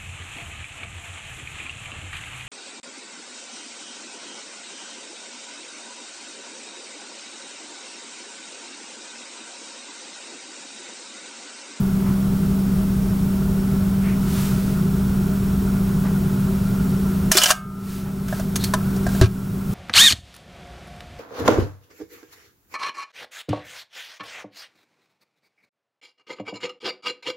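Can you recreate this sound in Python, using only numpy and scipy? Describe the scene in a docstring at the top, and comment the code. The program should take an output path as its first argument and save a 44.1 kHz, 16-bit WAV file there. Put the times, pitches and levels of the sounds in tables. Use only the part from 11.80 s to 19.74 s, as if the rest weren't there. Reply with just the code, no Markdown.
"""A fan hums in a small room, and hands rustle faintly on a film camera held close to the microphone.
At 5.5 s the motor-driven camera fires once: mirror up, shutter, winding motor, mirror down.
Its levers strike their stops, its gears rasp, and the case and springs ring. Then the hands turn it
over, fingers tap, strap lugs click, and it is set down on a table with a thump. The fan runs
throughout; the recorder's gain control ducks at the loud blows and creeps back."""
import sys
import numpy as np
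from scipy import signal
from scipy.fft import rfft, irfft, next_fast_len
from scipy.io import wavfile
from scipy.ndimage import uniform_filter1d, map_coordinates

SR = 44100
rng = np.random.default_rng(int(sys.argv[2]) if len(sys.argv) > 2 else 0)


def materialize(psi):
    """Save the field psi as 16-bit PCM at rate SR to the path in sys.argv[1].

    A 1-D psi becomes a single channel; in a 2-D psi each row is a channel.
    """
    bounded = np.clip(np.atleast_2d(psi).T, -1, 1)
    quanta = np.round(bounded * 32767).astype(np.int16)
    wavfile.write(sys.argv[1], SR, quanta)


N = 350154
TIME = np.arange(N) / SR
AGE = np.arange(SR) / SR  # seconds since a blow

# modes of the camera's hollow case: pitch_hz, level_db, t60_s
CASE_MODES = [(638, -4.5, 0.087), (730, -8, 0.084), (878, -33.5, 0.077), (1020, -12.5, 0.07),
              (1300, -14.5, 0.23), (1462, -12, 0.059), (1610, -3, 0.06), (1760, -9, 0.056)]
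# modes of the metal works inside it: pitch_hz, level_db, t60_s
WORKS_MODES = [(2400, -10, .06), (2833, -8, .055), (3018, -7, .06), (5182, -13, .045), (6083, -13, .045),
               (6762, -14, .045), (9316, -16, .04)]


def shutter_release(catch_delay_s=0.0048, chatter_s=0.0026):
    """Mirror and shutter levers hit their stops in turn, each followed by its catch dropping in."""
    # start_s, click_db, corner_hz, ring_over_click_db, lever_hz, catch_over_lever_db, catch_hz
    levers = [(5.5163, 3.5, 19000, -2, 6530, -7, 5380), (5.552, -9, 9000, 4, 382, -7.5, 3460),
              (5.5703, 3, 12100, 1, 5310, 1, 7500), (5.5824, -0.5, 8600, 6, 4470, -10, 5160),
              (5.6170, -6.5, 7500, 4, 3050, -1.5, 2990), (5.6351, 6.5, 13100, 5, 6960, -3.5, 2950),
              (5.6572, 1, 8060, 3.5, 5780, -5, 3020), (5.6935, -5, 9500, -5, 1110, -8, 1130),
              (5.7040, 6, 9800, 0, 1197, 0.5, 1626)]
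    modes = CASE_MODES + WORKS_MODES
    track = np.zeros(N)
    for start_s, lever_db, corner_hz, ring_db, lever_hz, catch_db, catch_hz in levers:
        case_db = -2.5 - 10 * np.log2(corner_hz / 9000)  # brighter clicks shake the case less
        lever = (start_s, lever_db, lever_hz)
        catch = (start_s + catch_delay_s, lever_db + catch_db, catch_hz)
        for s, db, hz in (lever, catch):
            t60 = 0.035 * np.exp(-0.14 * db)  # harder blows pin the part to its stop
            add(track, s, strike(modes, db, chatter_s, corner_hz, db + case_db, hz, db + ring_db, t60))
    return track


def strike(modes, click_db, rattle_s, corner_hz, case_db, part_hz, part_db, part_t60, looseness=0.0015):
    """A part hits its stop, chatters for a moment and rings; the case rings with it."""
    # spectrum of a metal click: frequency_hz, level_db
    steel = [(150, -24), (500, -8), (1500, -1), (2100, -4), (3000, -2), (5700, 1), (7600, -1), (9500, 0),
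             (12000, -2), (15500, -4)]

    def fade(t60):
        return (1 - np.exp(-AGE / 0.00027)) * amp(-60 * np.maximum(AGE - rattle_s, 0) / t60)
    click = unit(noise(lambda hz: amp(along(steel, hz)) / np.hypot(1, (hz / corner_hz) ** 2), size=SR))
    # a dry crack, then the weaker shimmer of many small parts
    click *= np.hypot(fade(0.05), amp(-9) * fade(0.07))
    # a loose, quickly damped part has a blurred pitch
    drift = np.cumsum(rng.standard_normal(SR)) * np.sqrt(2 * np.pi * looseness * part_hz / part_t60 / SR)
    part = np.sqrt(2) * np.sin(2 * np.pi * part_hz * AGE + drift)
    case = ring(modes, attack_s=0.00042, scatter_db=4)
    return amp(click_db) * click + amp(part_db) * part * fade(part_t60) + amp(case_db) * case


def ring(modes, attack_s, scatter_db):
    """Damped modes, with new strengths and phases at every blow."""
    sound = np.zeros(SR)
    for hz, db, t60 in modes:
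        decay = amp(db + scatter_db * rng.normal() - 60 * AGE / t60)
        sound += decay * np.sin(2 * np.pi * (hz * AGE + rng.random()))
    return sound * (1 - np.exp(-AGE / attack_s))


def mirror_springs(start_s=5.7045):
    """The falling mirror leaves its springs singing."""
    # modes of the springs: pitch_hz, level_db, t60_s
    spring_modes = [(1234, -17, .75), (1335, -28, 2.0), (1572, -12, .33), (2180, -26, .4), (2606, -28, .3),
                    (8113, -36, .3)]
    track = np.zeros(N)
    add(track, start_s, amp(1) * ring(spring_modes, attack_s=0.003, scatter_db=1))
    return track


def winding_motor(on_s=5.5135, off_s=5.708, spin_up_s=0.004, tooth_hz=370):
    """Gears rasp tooth by tooth through case and works, louder as the motor tensions the springs."""
    # spectrum of the rasp: frequency_hz, level_db
    gears = [(200, -26), (650, -4), (1600, -2), (2100, -3), (3000, 0), (4000, -1), (5800, 1), (9000, -3),
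             (15500, -8)]
    load_db_per_s, brake_db_per_s = 47, 797

    def body(hz):
        modes = CASE_MODES + WORKS_MODES
        return 1 + sum(amp(db + 14) * peak(hz, centre, 35) ** 2 for centre, db, _ in modes)
    teeth_passed = np.cumsum(tooth_hz * (1 + 0.08 * wobble(40))) / SR
    teeth = unit(np.exp(0.44 * np.cos(2 * np.pi * teeth_passed)))
    running_s = np.clip(TIME, on_s, off_s) - on_s
    level_db = -10 + load_db_per_s * running_s - brake_db_per_s * np.maximum(TIME - off_s, 0)
    effort = amp(level_db) * (1 - np.exp(-running_s / spin_up_s))
    rasp = unit(noise(lambda hz: amp(along(gears, hz)) * body(hz)))
    return effort * teeth * rasp


def set_down():
    """The padded base thumps on the table top, and the camera clatters."""
    # modes of the table top: pitch_hz, relative_db, t60_s
    table_modes = [(84, -3, .13), (112, -1, .12), (175, -12, .06), (290, -9, .06), (377, -9, .09),
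                   (720, -19, .05), (1109, -30, .07)]
    # edge, base, rattle, settling: start_s, click_db, rattle_s, corner_hz, ring_hz
    landing = [(7.4127, -18.5, 0.0041, 6700, 3910), (7.4195, -15, 0.0026, 3500, 655),
               (7.4300, -23.5, 0.017, 3570, 1110), (7.457, -28.5, 0.0027, 5000, 2420)]
    track = np.zeros(N)
    add(track, 7.414, amp(14) * ring(table_modes, attack_s=0.011, scatter_db=0.7))
    for s, db, rattle_s, corner_hz, hz in landing:
        add(track, s, strike(CASE_MODES, db, rattle_s, corner_hz, case_db=db,
                             part_hz=hz, part_db=db - 4, part_t60=0.063))
    return track


def finger_taps():
    """Fingers knock on the hollow case and its dials with a small click."""
    # start_s, click_db, knock_db, ring_hz
    taps = [(6.4819, -32.5, -30.5, 1560), (6.5258, -39, -21.5, 610), (6.5968, -33, -25, 610),
            (6.9370, -21, -14, 1030), (7.1634, -39, -39, 706), (7.2656, -35.5, -23.5, 684),
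            (7.2880, -39, -33, 1600), (7.348, -40, -32, 680)]
    track = np.zeros(N)
    for s, click_db, knock_db, hz in taps:
        add(track, s, strike(CASE_MODES, click_db, rattle_s=0.003, corner_hz=9300, case_db=knock_db - 0.5,
                             part_hz=hz, part_db=knock_db - 1, part_t60=0.045))
    return track


def strap_lugs():
    """Light steel lugs click brightly and hardly move the case."""
    # start_s, click_db, ring_over_click_db, ring_hz
    clicks = [(6.7573, -20, -4, 6420), (6.8388, -20.5, -5, 4390)]
    track = np.zeros(N)
    for s, db, ring_db, hz in clicks:
        add(track, s, strike(CASE_MODES, db, rattle_s=0.0054, corner_hz=17000, case_db=db - 19,
                             part_hz=hz, part_db=db + ring_db, part_t60=0.06))
    return track


def hands():
    """Skin slides over the grip with a fine hiss, or shifts with a dull rustle."""
    # strokes along the grip: peak_s, half_length_s, level_db
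    slides = [(2.608, 0.15, -33), (2.89, 0.13, -42.5), (6.135, 0.11, -33), (6.55, 0.087, -35),
              (6.845, 0.063, -34.5), (7.366, 0.085, -37.5), (7.94, 0.051, -40)]
    # spectrum of sliding skin: frequency_hz, level_db
    skin = [(300, -5), (1300, 11.5), (2200, 9), (5500, 7.5), (9000, 6.5), (15500, 6)]
    # rustles of the hands: peak_s, rise_s, level_db, centre_hz
    shifts = [(.265, 0.03, -40, 890), (2.27, 0.039, -40.5, 2100), (4.26, 0.02, -35.5, 750),
              (6.27, 0.022, -39, 900), (6.82, 0.025, -35, 3980)]

    def swell(s, rise_s, fall_s):
        return np.exp(-((TIME - s) / np.where(TIME < s, rise_s, fall_s)) ** 2)
    pressure = sum(amp(db) * swell(s, half_s, half_s) for s, half_s, db in slides)
    track = pressure * unit(noise(lambda hz: amp(along(skin, hz))))
    for s, rise_s, db, centre_hz in shifts:
        rustle = unit(noise(lambda hz: peak(hz, centre_hz, width_hz=1100) ** 2))
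        track += amp(db) * swell(s, rise_s, fall_s=2.1 * rise_s) * rustle
    return track


def fan(blade_hz=193.9, hum_db=-20.5, sag_db_per_s=0.32):
    """Mid and side of a slowly fading blade tone in resonant air noise, over the microphone's hiss."""
    # rush of the air: frequency_hz, density_db
    rush = [(18, -54), (40, -52.5), (90, -49), (150, -43.5), (205, -56), (250, -51), (300, -64), (400, -61),
            (520, -72.5), (700, -72), (1100, -72.5), (1800, -83.5), (4000, -88), (15000, -115)]
    # resonances of fan and room: centre_hz, half_width_hz, density_db
    resonances = [(43.3, 2.9, -45), (61, 1.46, -39), (164.5, 9.8, -42), (382.2, 25.7, -54.5),
                  (631.6, 24, -66), (5460, 75, -80)]
    # the microphone's own noise: frequency_hz, density_db
    hiss = [(500, -83), (4000, -86), (13800, -84), (14900, -82.5), (15800, -80)]
    # stereo width of the noise: frequency_hz, side_over_mid_db
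    spread = [(60, -30.5), (110, -39.5), (200, -16), (380, -10.5), (700, -5.5), (1290, -1.5), (2380, -4),
              (4400, -19.5), (8120, -79), (15000, -33)]

    def air(hz):
        boom_power = sum((amp(db) * peak(hz, centre, 2 * half) ** 2) ** 2
                         for centre, half, db in resonances)
        return np.sqrt(amp(along(rush, hz)) ** 2 + boom_power + amp(along(hiss, hz)) ** 2)
    tone = np.sqrt(2) * np.sin(2 * np.pi * blade_hz * TIME + 0.14 * wobble(1.6))
    hum = amp(hum_db - sag_db_per_s * TIME + 0.67 * wobble(4.02)) * tone
    # a narrow band of the rush swells once, at 1.6 s, and stays
    swell = (1 + np.tanh((TIME - 1.6) / 0.11)) / 2
    band = unit(noise(lambda hz: peak(hz, centre_hz=1380, width_hz=260) ** 2))
    drone = amp(-50 + 4 * swell + 2 * wobble(28)) * band
    side = noise(lambda hz: air(hz) * amp(along(spread, hz)))
    return np.array([noise(air) + drone + hum, side])


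def room(x):
    """A small room's reverberation; each frequency dies at its own speed."""
    # frequency_hz, t60_s
    decay_times = [(150, 0.44), (1500, 0.26), (6000, 0.19), (14000, 0.24)]
    hz, t, spectrum = signal.stft(rng.standard_normal(SR // 2), SR, nperseg=256)
    decay = amp(-60 * t / along(decay_times, hz)[:, None])
    tail = signal.istft(spectrum * decay, SR, nperseg=256)[1]
    return signal.fftconvolve(x, tail / np.linalg.norm(tail))[:N]


def camera_width(x, delay_s=0.0022):
    """A slightly delayed, filtered copy in the side channel widens the clicks, mostly in the midrange."""
    # frequency_hz, side_db
    colour = [(100, -15), (400, -21), (1200, -13), (2400, -7), (4400, -11.5), (8000, -38), (15000, -26)]
    return filtered(x, lambda hz: amp(along(colour, hz)) * np.exp(-2j * np.pi * hz * delay_s))


def amp(db):
    """Decibels to gain."""
    return 10 ** (np.asarray(db) / 20)


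def unit(x):
    """Scaled to rms 1."""
    return x / np.sqrt(np.mean(x ** 2) + 1e-20)


def along(points, hz):
    """(frequency_hz, value) points read on a log axis."""
    frequencies, values = np.transpose(points)
    return np.interp(np.log(hz + 1), np.log(frequencies + 1), values)


def wobble(rate):
    """A smooth random curve, rate knots a second."""
    return map_coordinates(rng.standard_normal(int(N * rate / SR) + 4), [TIME * rate])


def filtered(x, response):
    """x through a frequency response."""
    n = x.shape[-1]
    padded = next_fast_len(n + SR // 4)
    return irfft(rfft(x, padded) * response(np.fft.rfftfreq(padded, 1 / SR)), padded)[..., :n]


def noise(response, size=N):
    """Noise whose amplitude per root Hz is the response."""
    return filtered(rng.standard_normal(size), response) * np.sqrt(SR / 2)


def peak(hz, centre_hz, width_hz):
    """Gain of one resonance."""
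    return hz * width_hz / np.hypot(centre_hz ** 2 - hz ** 2, hz * width_hz)


def add(track, s, sound):
    """Mix a sound in at time s."""
    part = track[round(s * SR):][:len(sound)]
    part += sound[:len(part)]


def scene(room_db=-18):
    """The camera is close and centred on the microphone, with a little stereo width, over the fan."""
    camera = shutter_release() + mirror_springs() + winding_motor()
    camera += finger_taps() + strap_lugs() + set_down()
    centre = camera + amp(room_db) * room(camera) + hands()
    mid, side = np.array([centre, camera_width(camera)]) + fan()
    return np.array([mid + side, mid - side])


def record(dry, threshold_db=-9.3, recovery_per_s=0.61, ceiling=0.88, top_hz=15850):
    """Gain control drops at once and climbs back steadily; peaks are rounded and the band is limited."""
    sensed = filtered(dry, lambda hz: hz / np.hypot(hz, 230))  # bass hardly moves the gain
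    power = uniform_filter1d(np.mean(sensed ** 2, axis=0), size=130)
    level = np.sqrt(np.abs(power) + 1e-12)
    needed = np.minimum(1, amp(threshold_db) / level)
    climb = recovery_per_s * TIME
    gain = np.minimum.accumulate(needed - climb) + climb
    ducked = dry * uniform_filter1d(gain, size=40)
    rounded = ducked / (1 + np.abs(ducked / ceiling) ** 6) ** (1 / 6)
    return filtered(rounded, lambda hz: hz < top_hz)


dry = scene()
out = record(dry)
materialize(out)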